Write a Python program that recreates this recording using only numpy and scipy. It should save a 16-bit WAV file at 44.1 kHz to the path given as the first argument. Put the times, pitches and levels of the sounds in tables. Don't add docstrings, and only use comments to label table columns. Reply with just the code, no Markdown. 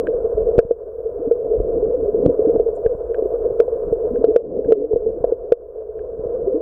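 import sys
import numpy as np
from scipy import signal
from scipy.fft import rfft, irfft, next_fast_len
from scipy.io import wavfile
from scipy.ndimage import uniform_filter1d, map_coordinates

SR = 44100
rng = np.random.default_rng(int(sys.argv[2]) if len(sys.argv) > 2 else 0)


def store_wav(level_fs):
    pcm = np.round(np.clip(np.atleast_2d(level_fs), -1, 1) * 32767)
    wavfile.write(sys.argv[1], SR, pcm.T.astype(np.int16))


def boost_factor(decibels):
    exponent = np.asarray(decibels, float) / 20
    return 10 ** exponent


N = 291501


def unit(x):
    return x / np.sqrt(np.mean(x ** 2) + 1e-20)


def curves(rows):
    s, *cols = np.transpose(rows)
    return [np.interp(np.arange(N) / SR, s, c) for c in cols]


def wobble(rate):
    knots = rng.standard_normal(int(N * rate / SR) + 4)
    return map_coordinates(knots, [np.arange(N) * rate / SR])


def filtered(x, response):
    m = next_fast_len(N + 8192)
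    return irfft(rfft(x, m) * response(np.fft.rfftfreq(m, 1 / SR)), m)[:N]


def noise(spectrum):
    f, v = np.transpose(spectrum)

    def colour(hz):
        return boost_factor(np.interp(np.log(hz + 1), np.log(f), v, -120, -120))

    return unit(filtered(rng.standard_normal(N), colour))


def add(track, s, sound):
    start = round(s * SR)
    sound = sound[max(-start, 0):]
    part = track[max(start, 0):][:len(sound)]
    part += sound[:len(part)]


def ring(t, hz, db, t60, attack):
    decay = boost_factor(db - 60 * t / t60)
    return decay * (1 - np.exp(-(t / attack) ** 3)) * np.sin(2 * np.pi * hz * t)


# (time [s], depth [dB])
DUCK_EVENTS = [(0.59, 9.5), (0.71, 3.5), (1.31, 3.5), (2.263, 0), (2.398, 0), (2.598, 2), (3.602, 0),
               (3.926, 1.5), (4.242, 5), (4.362, 11), (4.718, 7.5), (4.961, 0), (5.24, -2), (5.323, 8),
               (5.518, 9)]


def gain():
    fast_s, slow_s, slow_share = 0.47, 1.22, 0.23
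    s, depth = np.transpose(DUCK_EVENTS)
    t = np.arange(0, N / SR + .01, .002)
    since = np.clip(t - s[:, None], 0, None)
    left = (1 - slow_share) * np.exp(-since / fast_s) + slow_share * np.exp(-since / slow_s)
    ducked = depth[:, None] * left * np.clip(since / 0.0027, 0, 1)
    return curves(np.transpose([t, -ducked.sum(axis=0)]))[0]


# (frequency [Hz], width [Hz])
MIC_PORT = (7700, 550)


def port(f):
    hz, width = MIC_PORT
    return 1 + 1.3 * width ** 2 / (width ** 2 + 4 * (f - hz) ** 2)


# (frequency [Hz], density [dB per Hz])
HISS_SPECTRUM = [(1500, -34.5), (3000, -6.5), (5000, -5.5), (7700, -4.5), (11000, -2.5), (16000, -1.5)]


def hiss():
    return boost_factor(-78.5 + gain()) * filtered(noise(HISS_SPECTRUM), port)


# (time [s], peak level [dB])
SHRIMP_SNAPS = [
    (0.307, -67),
    (2.4558, -62.5),
    (2.753, -52),
    (2.7614, -49),
    (3.928, -48.5),
    (4.6858, -54.5),
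    (4.9201, -63.5),
]


def shrimp():
    out, t = np.zeros(N), np.arange(SR // 50) / SR
    for s, db in SHRIMP_SNAPS:
        puff = rng.standard_normal(len(t)) * boost_factor(db - 0.5 - 60 * t / 0.028)
        add(out, s, puff)
        add(out, s + .003, boost_factor(-11.5) * puff)

    def response(f):
        band = 1j * f * 3000 / (7900 ** 2 - f * f + 1j * f * 3000)
        return band ** 2 + .1 * f / (f + 4000)

    return filtered(out, response)


# (time [s], peak level [dB])
DRIVE_TICKS = [
    (0.0702, -30),
    (0.6002, -46),
    (2.8622, -37),
    (3.1444, -37),
    (4.1578, -47.5),
    (4.646, -52),
    (5.9916, -50.5),
]
# (frequency [Hz], level [dB], t60 [s])
DRIVE_MODES = [(1590, 0, .018), (2050, -13, .009), (2550, -14, .011), (2950, -15, .009), (4100, -40, .012),
               (7700, -35, .008)]


def lens_drive():
    out, t = np.zeros(N), np.arange(SR // 20) / SR
    running = np.ones(N)
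    for s, db in DRIVE_TICKS:
        add(out, s, sum(ring(t, hz, db + 11.0 + level, t60, .0007) for hz, level, t60 in DRIVE_MODES))
        running[round(s * SR):] *= -1
    whine_hz = 12408
    whine = np.sin(2 * np.pi * whine_hz * np.arange(N) / SR + .8 * wobble(8))
    level_db = -75.5 + gain() + 2.5 * wobble(7.1)
    return out + uniform_filter1d((running + 1) / 2, size=90) * boost_factor(level_db) * whine


# (time [s], peak level [dB], start frequency [Hz], length [s])
AIR_GURGLES = [(1.193, -24, 302, 0.047), (1.267, -20.5, 262, 0.044), (1.974, -25.5, 274, 0.046),
               (2.234, -17.5, 259, 0.055), (2.47, -14, 288, 0.041), (4.11, -23, 227, 0.057),
               (4.184, -23, 247, 0.068), (4.272, -20.5, 280.4, 0.069), (4.596, -30, 277.6, .05),
               (4.671, -22.5, 268, 0.04), (4.765, -28, 272.6, 0.21), (4.754, -17, 399.5, 0.14),
               (5.151, -28, 336, 0.089), (6.54, -17.5, 289.5, 0.076)]


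def gurgles():
    out = np.zeros(N)
    rise_hz, flutter_hz = 65, 35
    for s, db, start_hz, length in AIR_GURGLES:
        u = np.linspace(0, 1, int(length * SR))
        phase = 2 * np.pi * np.cumsum(start_hz + rise_hz * u) / SR
        swell = boost_factor(-8 * u) * np.sin(np.pi * u ** .5)
        flutter = 1 + 0.42 * np.sin(2 * np.pi * (flutter_hz * length * u + rng.random()))
        add(out, s, boost_factor(db) * flutter * swell * np.sin(phase))
    return out


# (time [s], slosh level [dB], deep heave level [dB], length [s])
SEA_SWELLS = [(0.007, -24.5, -45, 0.36), (0.413, -35.5, -27.5, 0.11), (0.55, -30.5, -33, 0.064),
              (1.238, -48, -54, 0.18), (1.597, -39, -18.5, 0.037), (1.869, -25.5, -37.5, 0.6),
              (2.257, -18, -32.5, 0.2), (2.55, -20, -63, .1), (2.932, -37.5, -41.5, .1),
              (3.876, -21.5, -33.5, 0.089), (4.144, -23, -50, 0.15), (4.613, -26.5, -45.5, 0.29),
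              (4.956, -40, -45, 0.087), (5.095, -30, -40.5, 0.26), (6.03, -59, -40.5, 0.13),
              (6.427, -26.5, -46, 0.23)]


def swells():
    t = np.arange(N) / SR
    power = sum(boost_factor([[2 * slosh_db], [2 * heave_db]]) * np.exp(-2 * np.abs(t - s) / length * 2)
                for s, slosh_db, heave_db, length in SEA_SWELLS)
    return np.sqrt(power)


# (time [s], strength [dB])
FLOW_STRENGTH = [(0, -3), (0.5, 0.5), (0.9, -4), (1.5, 3), (1.9, 1), (2.4, 1), (2.7, 1.5), (3.1, -1),
                 (3.5, 1), (3.8, -4), (4.2, 1), (4.6, 7.5), (5, 2), (5.4, 1), (5.75, -0.5), (6.1, -1),
                 (6.35, -0.5), (6.6, -1.5)]


def flow_db():
    return curves(FLOW_STRENGTH)[0]


# (frequency [Hz], density [dB per Hz])
RUMBLE_SPECTRUM = [(10, -12), (22, -3), (50, -3), (75, -8), (120, -17), (200, -28), (400, -60)]


def rumble(heaving):
    surges = boost_factor(2 * wobble(14))
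    steady = boost_factor(-36 + gain() + 0.4 * flow_db())
    return np.hypot(steady, boost_factor(2.0) * heaving) * unit(surges * noise(RUMBLE_SPECTRUM))


# (frequency [Hz], density [dB per Hz])
SLOSH_SPECTRUM = [(60, -41.5), (140, -5), (230, -4), (330, 3.5), (420, -1.5), (700, -50.5)]


def slosh(lumps, sloshing):
    gulps = boost_factor(5 * wobble(25))
    steady = boost_factor(-48 + gain() + 3.9 * flow_db())
    return np.hypot(steady, boost_factor(-5.5) * sloshing) * unit(gulps * lumps ** 0.28 * noise(SLOSH_SPECTRUM))


# (frequency [Hz], width [Hz], level [dB])
SHELL_MODES = [
    (455, 102, 2.5),
    (669.6, 110, -19),
    (503, 13, -10),
    (940, 230, -34),
    (1270, 1700, -40),
    (1491, 39, -42),
]
# (frequency [Hz], density [dB per Hz])
RUSH_SPECTRUM = [(400, -40), (800, -3.5), (1000, 5), (1650, -9), (1800, -23.5), (2300, -23.5),
                 (2500, -29.5), (3700, -36), (4200, -47.5), (7000, -97)]


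def rush(lumps):
    def upper(f):
        return 1.5 + sum(1.3 * w * w / (w * w + 4 * (f - c) ** 2) for c, w, db in SHELL_MODES[3:])

    flutter = boost_factor(1.5 * wobble(52))
    return boost_factor(-52.5 + gain()) * unit(lumps ** .5 * flutter * filtered(noise(RUSH_SPECTRUM), upper))


def shell(f):
    modes = 0
    for k, (c, w, db) in enumerate(SHELL_MODES[:3]):
        modes = modes + (-1) ** k * boost_factor(db) * (1j * f * w / (c * c - f * f + 1j * f * w)) ** 2
    return modes * f / (f + 300) / (1 + 1j * f / 700 - (f / 700) ** 2) ** 2


def hum(lumps):
    drumming = filtered(lumps * rng.standard_normal(N), shell)
    return boost_factor(-19 + gain() + flow_db()) * unit(drumming)


def flow():
    lumps = boost_factor(2.2 * wobble(45) + .7 * wobble(12))
    sloshing, heaving = swells()
    return rumble(heaving) + slosh(lumps, sloshing) + rush(lumps) + hum(lumps)


# (time [s], peak level [dB], push length [ms])
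HOUSING_THUDS = [(0.049, -17, 2.2), (0.352, -15.5, 3.2), (0.652, -13.5, 2.1), (1.274, -15.5, 2.6),
                 (1.548, -37, 2.5), (1.596, -9, 8.1), (1.761, -14.5, 1.2), (2.29, -20, 4.8),
                 (2.419, -16.5, 4.6), (2.576, -15, 2.5), (2.862, -8.5, 4.8), (2.951, -14.5, 3),
                 (3.22, -24.5, 1.5), (3.518, -16, 4.4), (3.921, -8, 1.3), (4.66, -11.5, 2.3),
                 (4.938, -10, 4.3), (5.208, -14, 3.9), (5.521, -14, 2), (6.195, -15.5, 2.05),
                 (6.259, -13, 1.4)]


def thuds():
    out, t = np.zeros(N), np.arange(SR // 8) / SR
    for s, db, ms in HOUSING_THUDS:
        u = t / (max(ms, 2) / 6000)
        slow = t / 0.026
        push = (u / 4) ** 4 * np.exp(4 - u)
        rebound = 0.19 * slow ** 2 * np.exp(2 - 2 * slow)
        add(out, s - .0015, boost_factor(db - 8.5) * (push - rebound))
    return out


# (time [s], peak level [dB])
GLANCING_TAPS = [
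    (0.256, -26),
    (2.56, -15.5),
    (2.776, -26),
    (3.361, -26),
    (3.679, -22.5),
    (4.935, -29),
    (5.241, -8.5),
    (5.892, -41.5),
]


def taps():
    out, t = np.zeros(N), np.arange(SR // 8) / SR
    for s, db in GLANCING_TAPS:
        add(out, s - .001, ring(t, SHELL_MODES[1][0], db, .04, .0018))
    return out


# (time [s], peak level [dB], frequency [Hz], t60 [s])
WATER_KNOCKS = [(0.56, -7.5, 504, 0.011), (0.5889, 3, 471.3, 0.042), (0.71, -2.5, 472.4, 0.04),
                (1.312, -6, 467.3, 0.095), (1.602, -6.5, 429, 0.049), (1.682, -11.5, 436, 0.061),
                (1.827, -9, 437, 0.098), (2.146, -6.5, 427, 0.046), (2.253, -10.5, 407, 0.02),
                (2.393, -4.5, 420.4, 0.05), (2.45, -10.5, 470, 0.089), (2.528, -11.5, 449, 0.067),
                (2.56, -6, 455, 0.031), (2.598, -6.5, 445, 0.074), (2.861, -5.5, 468.5, 0.045),
                (3.224, -3, 439, 0.027), (3.256, -9.5, 403.4, 0.053), (3.601, 0, 455, 0.04),
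                (3.681, -10.5, 491, 0.075), (3.926, -6, 459, 0.07), (4.242, 0, 454.8, 0.045),
                (4.361, 3, 476.6, 0.036), (4.708, -5.5, 468, 0.03), (4.721, 0.38, 450.8, 0.057),
                (4.933, -6.5, 436, 0.039), (4.96, -7, 469.6, 0.07), (5.241, -2.5, 479, 0.04),
                (5.322, -4.5, 464, 0.048), (5.521, 2.5, 474.3, 0.04), (6.603, -15.5, 469, 0.1)]
# (time [s], peak level [dB], frequency [Hz])
WATER_LAPS = [(-0.0115, -8.5, 455), (0.102, -16, 470), (2.665, -11, 457), (0.374, -12, 448),
              (0.459, -15, 499), (0.487, -11.5, 442), (1.061, -15.5, 455), (1.862, -15, 455),
              (1.388, -14, 465), (1.516, -14.5, 411), (1.94, -12.5, 507.7), (2.03, -12, 460.6),
              (2.084, -11.5, 421.5), (2.296, -10.5, 476.5), (2.418, -16, 510.4), (2.49, -14, 461),
              (2.774, -20.5, 437), (2.896, -12.5, 496), (3.361, -17.5, 490), (4.21, -14.5, 435.3),
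              (4.285, -10.5, 423.6), (4.633, -20, 461), (4.684, -10, 462.5), (4.82, -14.5, 481.4),
              (4.91, -11.5, 437), (5.064, -10, 450), (5.808, -24.5, 482), (5.89, -20.5, 438),
              (6.473, -11, 395.5), (6.519, -13, 503)]


def knocks():
    out, t = np.zeros(N), np.arange(SR // 8) / SR
    knock_attack_s, lap_attack_s, lap_t60_s = .0037, 0.004617, 0.11
    blows = [(*row, knock_attack_s) for row in WATER_KNOCKS]
    blows += [(*row, lap_t60_s, lap_attack_s) for row in WATER_LAPS]
    for s, db, hz, t60, attack in blows:
        attack = attack * (1 + .1 * max(-db - 5, 0))
        upper_db = db - 19 - 2 * rng.standard_normal()
        upper = ring(t, SHELL_MODES[1][0], upper_db, 0.054, 0.32 * attack)
        add(out, s - .75 * attack, ring(t, hz, db + 7.0, t60, attack) + upper)
    return out


# (time of the crest [s], peak level [dB], suction before it [0-1])
HARD_SLAMS = [
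    (.5827, 2.2, .1),
    (2.2631, 4.4, .4),
]


def slams():
    out, t = np.zeros(N), np.arange(SR // 10) / SR - .005
    envelope = np.where(t < 0, np.exp(-(t / 0.0031) ** 2), boost_factor(-60 * t / 0.0088))
    swing = envelope * np.cos(2 * np.pi * SHELL_MODES[0][0] * t)
    shove = np.exp(-(t / np.where(t < 0, .001, .0025)) ** 2)
    for s, db, suction in HARD_SLAMS:
        pull = suction * np.exp(-((t + 0.00057) / 0.001) ** 2)
        add(out, s - .005, boost_factor(db) * (.6 * swing + .4 * shove - pull))
    return out


def scene():
    background = hiss() + shrimp() + lens_drive() + gurgles()
    water = flow() + thuds() + taps() + knocks() + slams()
    return (background + water)[None]


def low_pass(x):
    return signal.sosfilt(signal.butter(12, 15840, fs=SR, output="sos"), x)


# (frequency [Hz], width [Hz])
INPUT_NOTCH = (1098, 24)


def record(dry):
    x = filtered(dry[0], lambda f: 1j * f / (1j * f + 18))
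    over = np.clip(np.abs(x) - .49, 0, None)
    squeeze = .09 * over + .1 * np.clip(over - .3, 0, .8) ** 2
    x = np.clip(x - np.sign(x) * squeeze, -1, 1)
    hz, width = INPUT_NOTCH
    x = filtered(x, lambda f: (hz ** 2 - f * f) / (hz ** 2 - f * f + 1j * f * width))
    return low_pass(x[None])


dry = scene()
out = record(dry)
store_wav(out)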